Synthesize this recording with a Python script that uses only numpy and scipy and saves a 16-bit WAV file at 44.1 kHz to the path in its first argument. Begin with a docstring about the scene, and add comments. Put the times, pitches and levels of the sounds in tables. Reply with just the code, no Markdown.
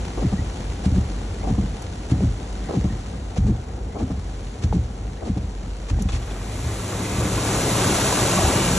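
"""Inside a car idling on a flooded street: uneven drops and noise make rain that drums on the roof and hisses
on the glass, over a wavering engine sine. Fast wipers thud through ringing modes at each end of the sweep, rub in
swells of noise and chirp and groan as gliding tones. Near six seconds a switch ticks, a side window peels free and
winds down to a motor hum, and its hollow gap lets in the downpour; a car then ploughs past, its wash made of
filtered noise and its splashes of pitched bubbles."""
import sys
import numpy as np
from scipy import signal
from scipy.fft import rfft, irfft, next_fast_len
from scipy.io import wavfile

SR = 44100
rng = np.random.default_rng(int(sys.argv[2]) if len(sys.argv) > 2 else 0)


def waveform_to_disk(signal):
    """Save audio, clipped to [-1, 1], as 16-bit WAV at the path in sys.argv[1]."""
    frames = np.transpose(np.atleast_2d(signal))
    scaled = np.clip(frames, -1, 1) * 32767
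    samples = np.round(scaled).astype(np.int16)
    wavfile.write(sys.argv[1], SR, samples)


N = 387191
TIME = np.arange(N) / SR
SIZE = next_fast_len(N + 4096)
FREQS = np.maximum(np.arange(SIZE // 2 + 1) * SR / SIZE, 1)
TREBLE_HZ, LOW_HZ = (1500, 4000), (250, 900)     # bands in which noise is scaled to unit power

# left-right likeness, cabin shut: freq_hz, likeness (-1 to 1)
SHUT_LIKENESS = [(200, 1), (330, 0.95), (650, 0.49), (1150, 0.029), (1800, 0.85), (2700, -0.39),
                 (4000, 0.48), (5900, 0.89), (7300, 0.87), (9200, 1), (10800, 0.67)]
# left-right likeness, window open: freq_hz, likeness (-1 to 1)
OPEN_LIKENESS = [(250, 1), (650, 0.93), (1900, 0.93), (2600, 0.44), (3500, 0.81), (4600, 0.59),
                 (5900, 0.91), (7300, 0.85), (9200, 1), (10800, 0.72), (12000, 0.62)]
# spectrum of flung water and peeling glass: freq_hz, relative_db_per_hz
WET_SPECTRUM = [(400, 10), (1800, 5), (2700, 6.5), (4500, 3), (7000, 3), (9000, 1), (11500, -26),
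                (15000, -56)]
# wiper turns at the top, about every 1.26 s: time_s, rub_db (reference for judder, chirp and groan)
TOP_TURNS = [(.246, -27.5), (1.505, -28), (2.763, -27), (4.025, -29.5), (5.291, -31.5), (6.561, -47),
             (7.827, -36)]
# second blade snaps over in its holder at the bottom, then groans: time_s, clack_db (relative), groan_db
CLACKS = [(.941, -31, -17), (2.205, -23, -15.5), (3.465, -31, -15), (4.726, -18, -15), (5.987, -27.5, -20)]
# window motor: time_s, mean_pitch_hz, mean_level_db
WINDOW_MOTOR = [(6.09, 90, -70), (6.16, 101.9, -51), (6.5, 106.2, -30), (7.0, 104.9, -31),
                (7.6, 104.9, -30.5), (8.1, 101, -31), (8.3, 100, -65)]
WINDOW_START_S = WINDOW_MOTOR[0][0]


def from_db(db):
    """Decibels to amplitude gain."""
    return 10 ** (np.asarray(db) / 20)


def rms_one(x):
    """Scale to unit power."""
    return x / np.sqrt(np.mean(x ** 2) + 1e-20)


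def in_time(rows):
    """Interpolate each column of a timed curve at every sample."""
    time_s, *columns = np.transpose(rows)
    return [np.interp(TIME, time_s, column) for column in columns]


def over_hz(points):
    """Interpolate a table on a log-frequency axis."""
    hz, value = np.transpose(points)
    return np.interp(np.log(FREQS), np.log(hz), value)


def drift(knots_per_s):
    """Random curve, linear between normal knots, with spread near 1."""
    knots = rng.standard_normal(4096)
    return np.interp(TIME * knots_per_s, np.arange(len(knots)), knots) * np.sqrt(3 / 2)


def white():
    """Two independent white noises."""
    return rng.standard_normal((2, N))


def coloured(pair, spectrum, likeness, band_hz=None):
    """Shape two white signals to a stereo spectrum as mid and side; unit power overall or inside band_hz."""
    gain = from_db(over_hz(spectrum))
    alike = np.clip(over_hz(likeness), -1, 1)
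    inside = 1 if band_hz is None else (FREQS > band_hz[0]) & (FREQS < band_hz[1])
    mid, side = rfft(pair, SIZE) * gain / np.sqrt(np.mean(gain ** 2 * inside))
    mid = mid * np.sqrt((1 + alike) / 2)
    side = side * np.sqrt((1 - alike) / 2)
    return irfft(np.array([mid + side, mid - side]), SIZE)[:, :N]


def drops(per_s, spread_db, t60_s, smooth, spots=10):
    """Uneven hits excite a short noisy ring at each spot, over the steady noise of countless small drops."""
    t = np.arange(2048) / SR
    out = np.zeros((2, N))
    for _ in range(spots):
        size_db = spread_db * np.minimum(rng.exponential(1, N), 4)
        sizes = from_db(size_db) * rng.choice([-1, 1], N)
        hits = sizes * (rng.random(N) < per_s / spots / SR)
        splat = rng.standard_normal((2, len(t))) * from_db(-60 * t / t60_s)
        out += signal.oaconvolve(hits[None], splat, axes=1)[:, :N]
    return rms_one(rms_one(out) + smooth * white())


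def plops(per_s, spread_db, cycles, low_hz, high_hz, rise, size=1536):
    """Drops and bubbles ring as decaying sines, each with its own pitch, pan and set rise; unit power."""
    t = np.arange(size) / SR
    out = np.zeros((2, N + size))
    for when, pitch, strength, side in rng.random((20000, 4))[:int(per_s * N / SR)]:
        hz = low_hz * (high_hz / low_hz) ** pitch
        at = int(when * N)
        age = t[:int(cycles / hz * SR) + 1] * hz / cycles     # 0 to 1 over a 60 dB decay
        tone = np.sin(2 * np.pi * cycles * age * (1 + rise * age)) * np.exp(-np.log(1000) * age)
        db = spread_db * min(-np.log(1 - strength), 4)
        pan_db = 2 * (2 * side - 1)
        out[:, at:at + len(age)] += from_db([[db + pan_db], [db - pan_db]]) * tone
    return rms_one(out[:, :N])


def ring(clicks, hz, t60_s):
    """Two-pole resonator: a unit click starts a decaying sine of height 1."""
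    r, w = 1000 ** (-1 / (t60_s * SR)), 2 * np.pi * hz / SR
    return signal.lfilter([0, np.sin(w)], [1, -2 * r * np.cos(w), r * r], clicks + 1e-18)


def swells(rows, rise=0.057):
    """Sum of level arches for (start_s, length_s, level_db): a catch over a fraction rise, then easing off."""
    grid_s = TIME[::16]
    rise = np.clip(rise, .02, .6)
    arches = np.zeros(len(grid_s))
    for start_s, length_s, level_db in rows:
        phase = (grid_s - start_s) / length_s
        arches += from_db(level_db) * np.interp(phase, [0, rise, .7, 1.15], [0, 0.85, 0.78, 0.0027])
    return np.interp(TIME, grid_s, arches)


def slips(start_hz, glide_per_s, length_s, jitter, octave_db):
    """Stick-slip tone and its octave; the rate glides and wavers under one arch of level."""
    t = np.arange(8192) / SR
    waver = np.interp(t * 400, np.arange(80), rng.standard_normal(80))
    angle = 2 * np.pi * np.cumsum(start_hz * np.exp(glide_per_s * t) * (1 + jitter * waver)) / SR
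    arch = np.sin(np.pi * np.clip(t / min(length_s, t[-1]), 0, 1))
    return arch * (np.sin(angle) + from_db(octave_db) * np.sin(2 * angle))


def rain_on_car(glass_trim_db=1.51, roof_trim_db=0.3, patter_trim_db=-7.0):
    """Drops hiss and patter on the glass and drum, dulled by the lining, on the roof."""
    # rain levels before trims: time_s, glass_hiss_db, roof_drum_db
    rain_levels = [(0, -47, -41), (1, -48.5, -40.5), (2, -49.5, -41.5), (2.8, -49, -41.5),
                   (3.3, -52, -41.5), (3.8, -55, -41), (4.4, -51.5, -43.5), (5.1, -53.5, -42.5),
                   (5.7, -52.5, -45), (6.5, -50, -44)]
    # glass spectrum: freq_hz, relative_db_per_hz
    glass_spectrum = [(300, 15.5), (1000, 5.5), (1700, 0.5), (2700, 0.5), (3500, -1), (5200, -3.5),
                      (8200, -3), (9500, -7.5), (11000, -13.5), (12200, -59), (15000, -46)]
    # roof spectrum: freq_hz, relative_db_per_hz
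    roof_spectrum = [(20, -10), (32, -8), (46, 24), (70, 15), (95, 15), (150, 3.5), (200, 7), (300, -0.5),
                     (480, -1.5), (620, -10.5), (740, -3.5), (950, -14), (1600, -20.5), (4000, -79)]
    hiss_db, drum_db = in_time(rain_levels)
    glass_hits = drops(per_s=700, spread_db=4.0, t60_s=0.013, smooth=1.4)
    glass = coloured(glass_hits, glass_spectrum, SHUT_LIKENESS, TREBLE_HZ)
    patter = plops(per_s=160, spread_db=3.0, cycles=46.0, low_hz=900, high_hz=4220, rise=0.0)
    roof_hits = drops(per_s=300, spread_db=2.5, t60_s=0.079, smooth=0.81)
    roof = coloured(roof_hits, roof_spectrum, SHUT_LIKENESS, LOW_HZ)
    on_glass = from_db(glass_trim_db) * glass + from_db(patter_trim_db) * patter
    return from_db(hiss_db) * on_glass + from_db(drum_db + roof_trim_db) * roof


def wipers():
    """The blades thud, clack, rub and squeak at the ends of their sweep."""
    # turns at the bottom: time_s, rub_db (reference for judder)
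    bottom_turns = [(.857, -25), (2.115, -31), (3.378, -24.5), (4.640, -30), (5.903, -30)]
    # judder as a blade slows at the top: after_turn_s, length_s, db_re_rub
    top_judder = [(-.079, 0.041, 0.7), (-.038, 0.041, 1.3), (0.075, .022, -3.5)]
    # the same at the bottom: after_turn_s, length_s, db_re_rub
    bottom_judder = [(-.018, 0.017, -6), (.1, 0.034, -16.5)]
    # water flung off at the top: after_turn_s, length_s, level_db
    top_flicks = [(-.043, 0.059, -43), (0.079, 0.02, -46)]
    # the same at the bottom: after_turn_s, length_s, level_db
    bottom_flicks = [(-.02, 0.037, -39), (-.005, 0.0084, -38), (.087, 0.04, -42.5)]
    # one blade thuds over, the other follows, the arms rebound: time_s, boom_db, knock_db (both relative)
    thuds = [(.246, -14, -15), (.321, -13, -14), (.387, -11, -24), (.858, -8, -15), (.918, -12, -21),
             (.977, -9.5, -16.5), (1.505, -12, -10.5), (1.579, -14, -13), (1.636, -19, -19.5),
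             (2.116, -9.5, -13), (2.154, -18, -22), (2.177, -13, -25), (2.237, -5, -17), (2.768, -15, -14),
             (2.840, -12.5, -14), (2.903, -17, -23), (3.379, -10, -17), (3.400, -8, -24),
             (3.443, -10, -20.5), (3.502, -12, -14.5), (4.025, -16, -15.5), (4.101, -14.5, -15),
             (4.170, -18, -24), (4.640, -8, -19.5), (4.702, -13, -24), (4.762, -16, -21), (4.787, -11, -27),
             (5.295, -19, -14), (5.365, -17, -18), (5.432, -19, -24.5), (5.907, -15, -21.5),
             (5.927, -6.5, -29), (5.968, -15, -27), (6.050, -12.5, -22), (6.575, -22, -33),
             (6.642, -11, -27.5), (7.178, -10.5, -25.5), (7.250, -22, -19.5), (7.905, -18, -18.5),
             (8.440, -10.5, -28)]
    # groan as a blade halts at the top: after_turn_s, db_re_rub, start_hz, glide_per_s, length_s
    top_groan = (-0.04, 8, 360, -18, 0.13)
    # groan after a clack: after_clack_s, start_hz, glide_per_s, length_s
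    bottom_groan = (.005, 225, -7, .05)
    top_rubs, top_flung = sweep_end(TOP_TURNS, top_judder, top_flicks)
    bottom_rubs, bottom_flung = sweep_end(bottom_turns, bottom_judder, bottom_flicks)
    groans = [(s + top_groan[0], rub_db + top_groan[1], *top_groan[2:]) for s, rub_db in TOP_TURNS]
    groans += [(s + bottom_groan[0], db, *bottom_groan[1:]) for s, _, db in CLACKS]
    rubber = wiper_rubber(top_rubs + bottom_rubs, top_flung + bottom_flung)
    return body_thuds(thuds) + blade_clacks() + rubber + squeaks(groans)


def sweep_end(turns, judder, flicks):
    """Each turn at one end repeats the judder at its own rub level and the flicks at set levels."""
    rubs = [(s + after, length, rub_db + db) for s, rub_db in turns for after, length, db in judder]
    flung = [(s + after, length, db) for s, _ in turns for after, length, db in flicks]
    return rubs, flung


def body_thuds(thuds, boom_trim_db=-2.0, flop=0.63, flop_s=0.014, uneven_db=1.5):
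    """Each blow and the rubbery flop after it ring the glass and the cabin modes."""
    # windscreen and cabin modes: freq_hz, relative_db, t60_s
    body_modes = [(50.9, -16, 0.78), (68.8, -6, 0.34), (86.9, -8, 0.26), (115, -5.5, 0.28),
                  (143, -13.5, 0.32), (184.9, -3, 0.15), (212.3, -5, 0.093), (257, -8, 0.11),
                  (314.5, -10, 0.083), (450, -18, 0.033), (737, -32.5, 0.12)]
    t = np.arange(4096) / SR
    out = np.zeros(N + SR)
    lip = np.exp(-t / flop_s)
    for k, (hz, mode_db, t60_s) in enumerate(body_modes):
        force = np.zeros(len(out))
        upper = np.clip(np.log2(hz / 100), 0, 1)     # low modes carry the boom, higher ones the knock
        for s, boom_db, knock_db in thuds:
            blow = flop * (1 + upper) / 2 * rng.standard_normal(len(t)) * lip / np.linalg.norm(lip)
            blow[0] += (-1) ** (k // 2)
            level_db = (1 - upper) * (boom_db + boom_trim_db) + upper * knock_db
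            level_db += uneven_db * rng.standard_normal()
            at = round(s * SR)
            force[at:at + len(t)] += from_db(level_db + mode_db) * blow
        out += ring(force, hz, t60_s)
    return out[:N]


def modal_hits(times_s, levels_db, hz, t60_s, uneven_db):
    """Clicks of randomly varied strength ring one mode."""
    hits = np.zeros(N)
    hits[(times_s * SR).astype(int)] = from_db(levels_db + uneven_db * rng.standard_normal(len(times_s)))
    return ring(hits, hz, t60_s)


def blade_clacks(uneven_db=4.5):
    """A blade snaps against its plastic holder: short modes ring as one hollow knock."""
    # holder modes: freq_hz, relative_db, t60_s
    holder_modes = [(430, -2, .03), (600, 0, .026), (830, -3, .024), (1500, -24, .018)]
    s, db, _ = np.transpose(CLACKS)
    out = np.zeros(N)
    for k, (hz, mode_db, t60_s) in enumerate(holder_modes):
        out += (-1) ** k * modal_hits(s, db + mode_db, hz, t60_s, uneven_db)
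    return out


def wiper_rubber(rubs, flung):
    """Rubber sticks and slips on the glass as stuttering noise and flings water aside."""
    # rubber spectrum: freq_hz, relative_db_per_hz
    rubber_spectrum = [(120, 1.5), (370, 6.5), (520, 5), (640, 0.5), (780, 5), (930, -5), (1130, -5.5),
                       (1500, -21.5), (4000, -63)]
    # left-right likeness of the scrape: freq_hz, likeness (0 to 1)
    scrape_likeness = [(200, 1), (450, 0.64), (900, 0.33), (3000, 0.3)]
    stutter = from_db(.9 * drift(150))
    grains = drops(per_s=830, spread_db=-1.0, t60_s=0.019, smooth=0.82)
    judder = swells(rubs, rise=0.27) * stutter * coloured(grains, rubber_spectrum, scrape_likeness)
    spatter = drops(per_s=900, spread_db=0.0, t60_s=0.022, smooth=1.0)
    flicks = swells(flung, rise=0.069) * coloured(spatter, WET_SPECTRUM, SHUT_LIKENESS)
    return judder + flicks


def squeaks(halts, pitch_spread=0.025, flutter_db=2.0):
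    """Wet rubber chirps fitfully upward while it slides, then groans downward as the blade stops."""
    # squeaks as a blade sets off again: start_s, length_s, level_db, start_hz
    setting_off = [(0.376, 0.026, -38, 1900), (2.894, 0.022, -43, 1833)]
    chirp_lead_s, chirp_s, chirp_db_re_rub, chirp_hz = .135, 0.085, -22.5, 1930
    tones = []
    for s, rub_db in TOP_TURNS:
        hz = chirp_hz * (1 + pitch_spread * rng.standard_normal())
        tone = slips(hz, 1.87, chirp_s, jitter=0.05, octave_db=-20)
        flutter = from_db(flutter_db * drift(120)[:len(tone)])
        tones.append((s - chirp_lead_s, rub_db + chirp_db_re_rub, tone * flutter))
    for s, length_s, db, hz in setting_off:
        tones.append((s, db, slips(hz, 1.2, length_s, jitter=.01, octave_db=-15)))
    for s, db, hz, glide_per_s, length_s in halts:
        tones.append((s, db, slips(hz, glide_per_s, length_s, jitter=0.14, octave_db=-15.0)))
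    out = np.zeros(N)
    for s, db, tone in tones:
        at = round(s * SR)
        out[at:at + len(tone)] += from_db(db) * tone[:N - at]
    return out


def street(wash_trim_db=-1.0, splash_trim_db=-3.0, gurgle_trim_db=-4.0, opening_s=0.29,
           churn_db=0.7, surge_db=0.2):
    """The first gap lets in bright hiss and splashing; the passing car's wash churns and gurgles below it."""
    # rain through the window: time_s, level_db
    rain_level = [(6.1, -44), (6.35, -52.5), (6.7, -44), (7.15, -39.5), (7.5, -34.5), (7.85, -31),
                  (8.2, -30.5), (8.5, -31.5), (8.78, -32.5)]
    # low rush of water pushed by the car, before trim: time_s, level_db
    wash_level = [(6.1, -39), (6.4, -46.5), (6.8, -37.5), (7.12, -32), (7.28, -29.5), (7.45, -29.5),
                  (7.8, -25.5), (8.1, -27.5), (8.35, -26.5), (8.55, -24.5), (8.78, -25.5)]
    # water thrown by its wheels, before trims: time_s, level_db
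    splash_level = [(6.1, -37), (6.4, -45), (6.65, -46.5), (6.9, -38.5), (7.05, -42), (7.4, -35.5),
                    (7.8, -31.5), (8.15, -30), (8.5, -28.5), (8.78, -34)]
    # downpour spectrum: freq_hz, relative_db_per_hz
    downpour_spectrum = [(100, 3), (400, 3), (1200, 3), (1700, 0.5), (2500, 0), (4000, 0.5), (5000, -0.5),
                         (6500, 1.5), (8000, 4.5), (9500, 2.5), (11000, -5.5), (13400, -21.5), (15000, -45)]
    # wash spectrum: freq_hz, relative_db_per_hz
    wash_spectrum = [(40, -37), (80, 3), (125, 7.5), (155, -0.5), (186, 6.5), (220, -4), (300, 2),
                     (440, -3.5), (680, -9), (1150, -12), (1700, -20.5), (4000, -41.5)]
    (hiss_db,), (wash_db,), (thrown_db,) = in_time(rain_level), in_time(wash_level), in_time(splash_level)
    gap = np.clip((TIME - WINDOW_START_S) / opening_s, 0, 1)
    rain_hits = drops(per_s=2000, spread_db=1.0, t60_s=0.011, smooth=1.17)
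    rain = coloured(rain_hits, downpour_spectrum, OPEN_LIKENESS, TREBLE_HZ)
    wash_hits = drops(per_s=1100, spread_db=1.5, t60_s=0.05, smooth=0.87)
    wash = coloured(wash_hits, wash_spectrum, OPEN_LIKENESS, LOW_HZ)
    splashes = plops(per_s=1300, spread_db=1.0, cycles=17.0, low_hz=557, high_hz=3800, rise=0.034)
    gurgles = plops(per_s=130, spread_db=2.0, cycles=37.0, low_hz=519, high_hz=1595, rise=0.064, size=4096)
    clumps = from_db(gurgle_trim_db + 2 * drift(20))     # big bubbles come in clumps
    thrown = from_db(splash_trim_db) * splashes + clumps * gurgles
    water = from_db(wash_db + wash_trim_db + churn_db * drift(22)) * wash
    water += from_db(thrown_db + surge_db * drift(14)) * thrown
    return gap * (from_db(hiss_db) * rain + water)


def water_surges():
    """Each sheet of water thrown by the wheels lands as a dense burst of bubbles."""
    # sheets slapping down: start_s, length_s, level_db
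    surges = [(6.67, 0.064, -40), (6.91, .06, -33), (7.2, 0.067, -37), (7.46, .09, -30.5), (7.73, .1, -29),
              (8.06, .09, -28), (8.19, .07, -29), (8.3, 0.15, -32), (8.48, 0.097, -31)]
    bubbles = plops(per_s=1400, spread_db=1.0, cycles=11.0, low_hz=480, high_hz=2290, rise=0.088)
    return swells(surges, rise=0.23) * bubbles


def side_window(second_db=-26.0, shake_db=1.0):
    """The glass peels from its seal with a jolt, and the motor hums while it winds down."""
    # glass peeling out of its seal: start_s, length_s, level_db
    peels = [(6.086, 0.031, -36), (6.118, 0.062, -33.5), (6.22, 0.03, -46), (6.3, 0.037, -42)]
    # mechanism jolts the door as the glass comes free: time_s, boom_db, knock_db (both relative)
    jolt = (6.133, -12, -26.5)
    hz, motor_db = in_time(WINDOW_MOTOR)
    angle = 2 * np.pi * np.cumsum(hz * (1 + 0.014 * drift(18))) / SR
    tone = np.sin(angle) + from_db(second_db) * np.sin(2 * angle)
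    hum = from_db(motor_db + shake_db * drift(7.6)) * tone * (TIME > WINDOW_START_S)
    peeling = swells(peels) * coloured(white(), WET_SPECTRUM, SHUT_LIKENESS)
    return hum + peeling + body_thuds([jolt])


def narrow_gap(rise_per_s=0.09, waver_db=4.5):
    """The slot gives outside noise a hollow ring; reading it ever faster raises the pitch as it widens."""
    # hollow spectrum before the rise: freq_hz, relative_db_per_hz
    slot_spectrum = [(900, -11), (1130, -10), (1350, -7), (1600, 1), (1740, -15), (1880, 9), (2100, -1),
                     (2380, 7.5), (2800, -21), (3550, -23), (4300, -29), (7000, -44)]
    # mean level of the hollow noise: time_s, level_db
    slot_level = [(6.1, -59), (6.4, -52.5), (6.9, -50), (7.3, -42.5), (7.8, -44)]
    slot_db, = in_time(slot_level)
    is_open = TIME > WINDOW_START_S
    widening_s = np.maximum(TIME - slot_level[1][0], 0)
    read_at = np.cumsum(np.exp(rise_per_s * widening_s) * is_open)
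    noise = coloured(white(), slot_spectrum, OPEN_LIKENESS)
    hollow = np.array([np.interp(read_at, np.arange(N), side) for side in noise])
    return is_open * from_db(slot_db + waver_db * drift(25)) * hollow


def door_rattle(uneven_db=2.0):
    """The loosened glass and its runners rattle in the door; every touch rings the modes differently."""
    # touches of glass on runners: time_s, relative_db
    touches = [(6.088, -32.5), (6.092, -37), (6.127, -39), (6.136, -38), (6.149, -39), (6.163, -40),
               (6.226, -39), (6.308, -42)]
    # glass and runner modes: freq_hz, relative_db, t60_s
    door_modes = [(1740, -16, 0.035), (2100, -9, .05), (2560, -4, .03), (3420, -0.5, 0.035),
                  (3700, -19, 0.037), (5460, -10, .03), (6010, -10, 0.018)]
    s, db = np.transpose(touches)
    out = np.zeros(N)
    for hz, mode_db, t60_s in door_modes:
        out += modal_hits(s, db + mode_db, hz, t60_s, uneven_db)
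    return signal.sosfilt(signal.butter(4, 7500, fs=SR, output="sos"), out)


def ticks(t60_s=0.022, cycles=29.0, top_hz=10500):
    """Hard plastic taps: band noise dies quickly in the padded cabin; low ones ring a little longer."""
    # small sharp ticks, the loudest from the window switch: time_s, relative_db, band_hz
    taps = [(1.821, -27.5, 8050), (3.614, -38, 7340), (3.643, -44, 7450), (6.022, -20.5, 8400),
            (6.091, -25.5, 800), (6.312, -24, 490)]
    t = np.arange(4096) / SR
    out = np.zeros(N)
    for s, db, hz in taps:
        band_hz = np.clip([hz * .72, hz * 1.3], 100, .45 * SR)
        sos = signal.butter(2, band_hz, "band", fs=SR, output="sos")
        crack = signal.sosfilt(sos, rng.standard_normal(len(t)))
        decay = from_db(-60 * t / (t60_s + cycles / hz))
        at = round(s * SR)
        out[at:at + len(t)] += from_db(db) * rms_one(crack) / 2 * decay
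    return signal.sosfilt(signal.butter(4, top_hz, fs=SR, output="sos"), out)


def engine(mean_hz=49.44, wander=0.036):
    """The idle booms in the cabin as a sine of wandering pitch and uneven level."""
    # idling engine: time_s, level_db
    idle_level = [(0, -27), (2, -33), (3.4, -34), (4.4, -36), (5.7, -32), (6.4, -29), (7.3, -48),
                  (8.3, -38), (8.78, -24.5)]
    idle_db, = in_time(idle_level)
    turns = np.cumsum(mean_hz * (1 + wander * drift(12))) / SR
    return from_db(idle_db) * np.sin(2 * np.pi * turns)


def scene():
    """Everything as it reaches the front seat."""
    inside = rain_on_car() + engine() + wipers() + ticks()
    return inside + side_window() + street() + water_surges() + door_rattle() + narrow_gap()


def record(dry, low_cut_hz=21.0, cutoff_hz=14900):
    """Two ports: left fuller in the midrange, right lagging in the treble; deep rumble and the top are cut."""
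    # left port's excess over the right: freq_hz, level_db
    lean = [(80, .1), (300, .9), (700, 2.4), (1100, 3.6), (1700, 0)]
    # phase lag of the right port: freq_hz, lag_rad
    port_lag = [(0, 0), (2000, 0), (2700, .9), (3500, .45), (4300, 1), (4850, 3.1), (5700, 6.25),
                (6200, 6.35), (8700, 9.3), (9600, 9.5), (11000, 11), (11700, 12.56)]
    high_pass = signal.butter(2, low_cut_hz, "high", fs=SR, output="sos")
    left, right = rfft(signal.sosfilt(high_pass, dry), SIZE)
    lift = from_db(over_hz(lean) / 2)
    lag = np.exp(-1j * np.interp(FREQS, *np.transpose(port_lag)))
    heard = irfft(np.array([left * lift, right * lag / lift]), SIZE)[:, :N]
    return signal.sosfilt(signal.ellip(10, .2, 80, cutoff_hz, fs=SR, output="sos"), heard)


dry = scene()
out = record(dry)
waveform_to_disk(out)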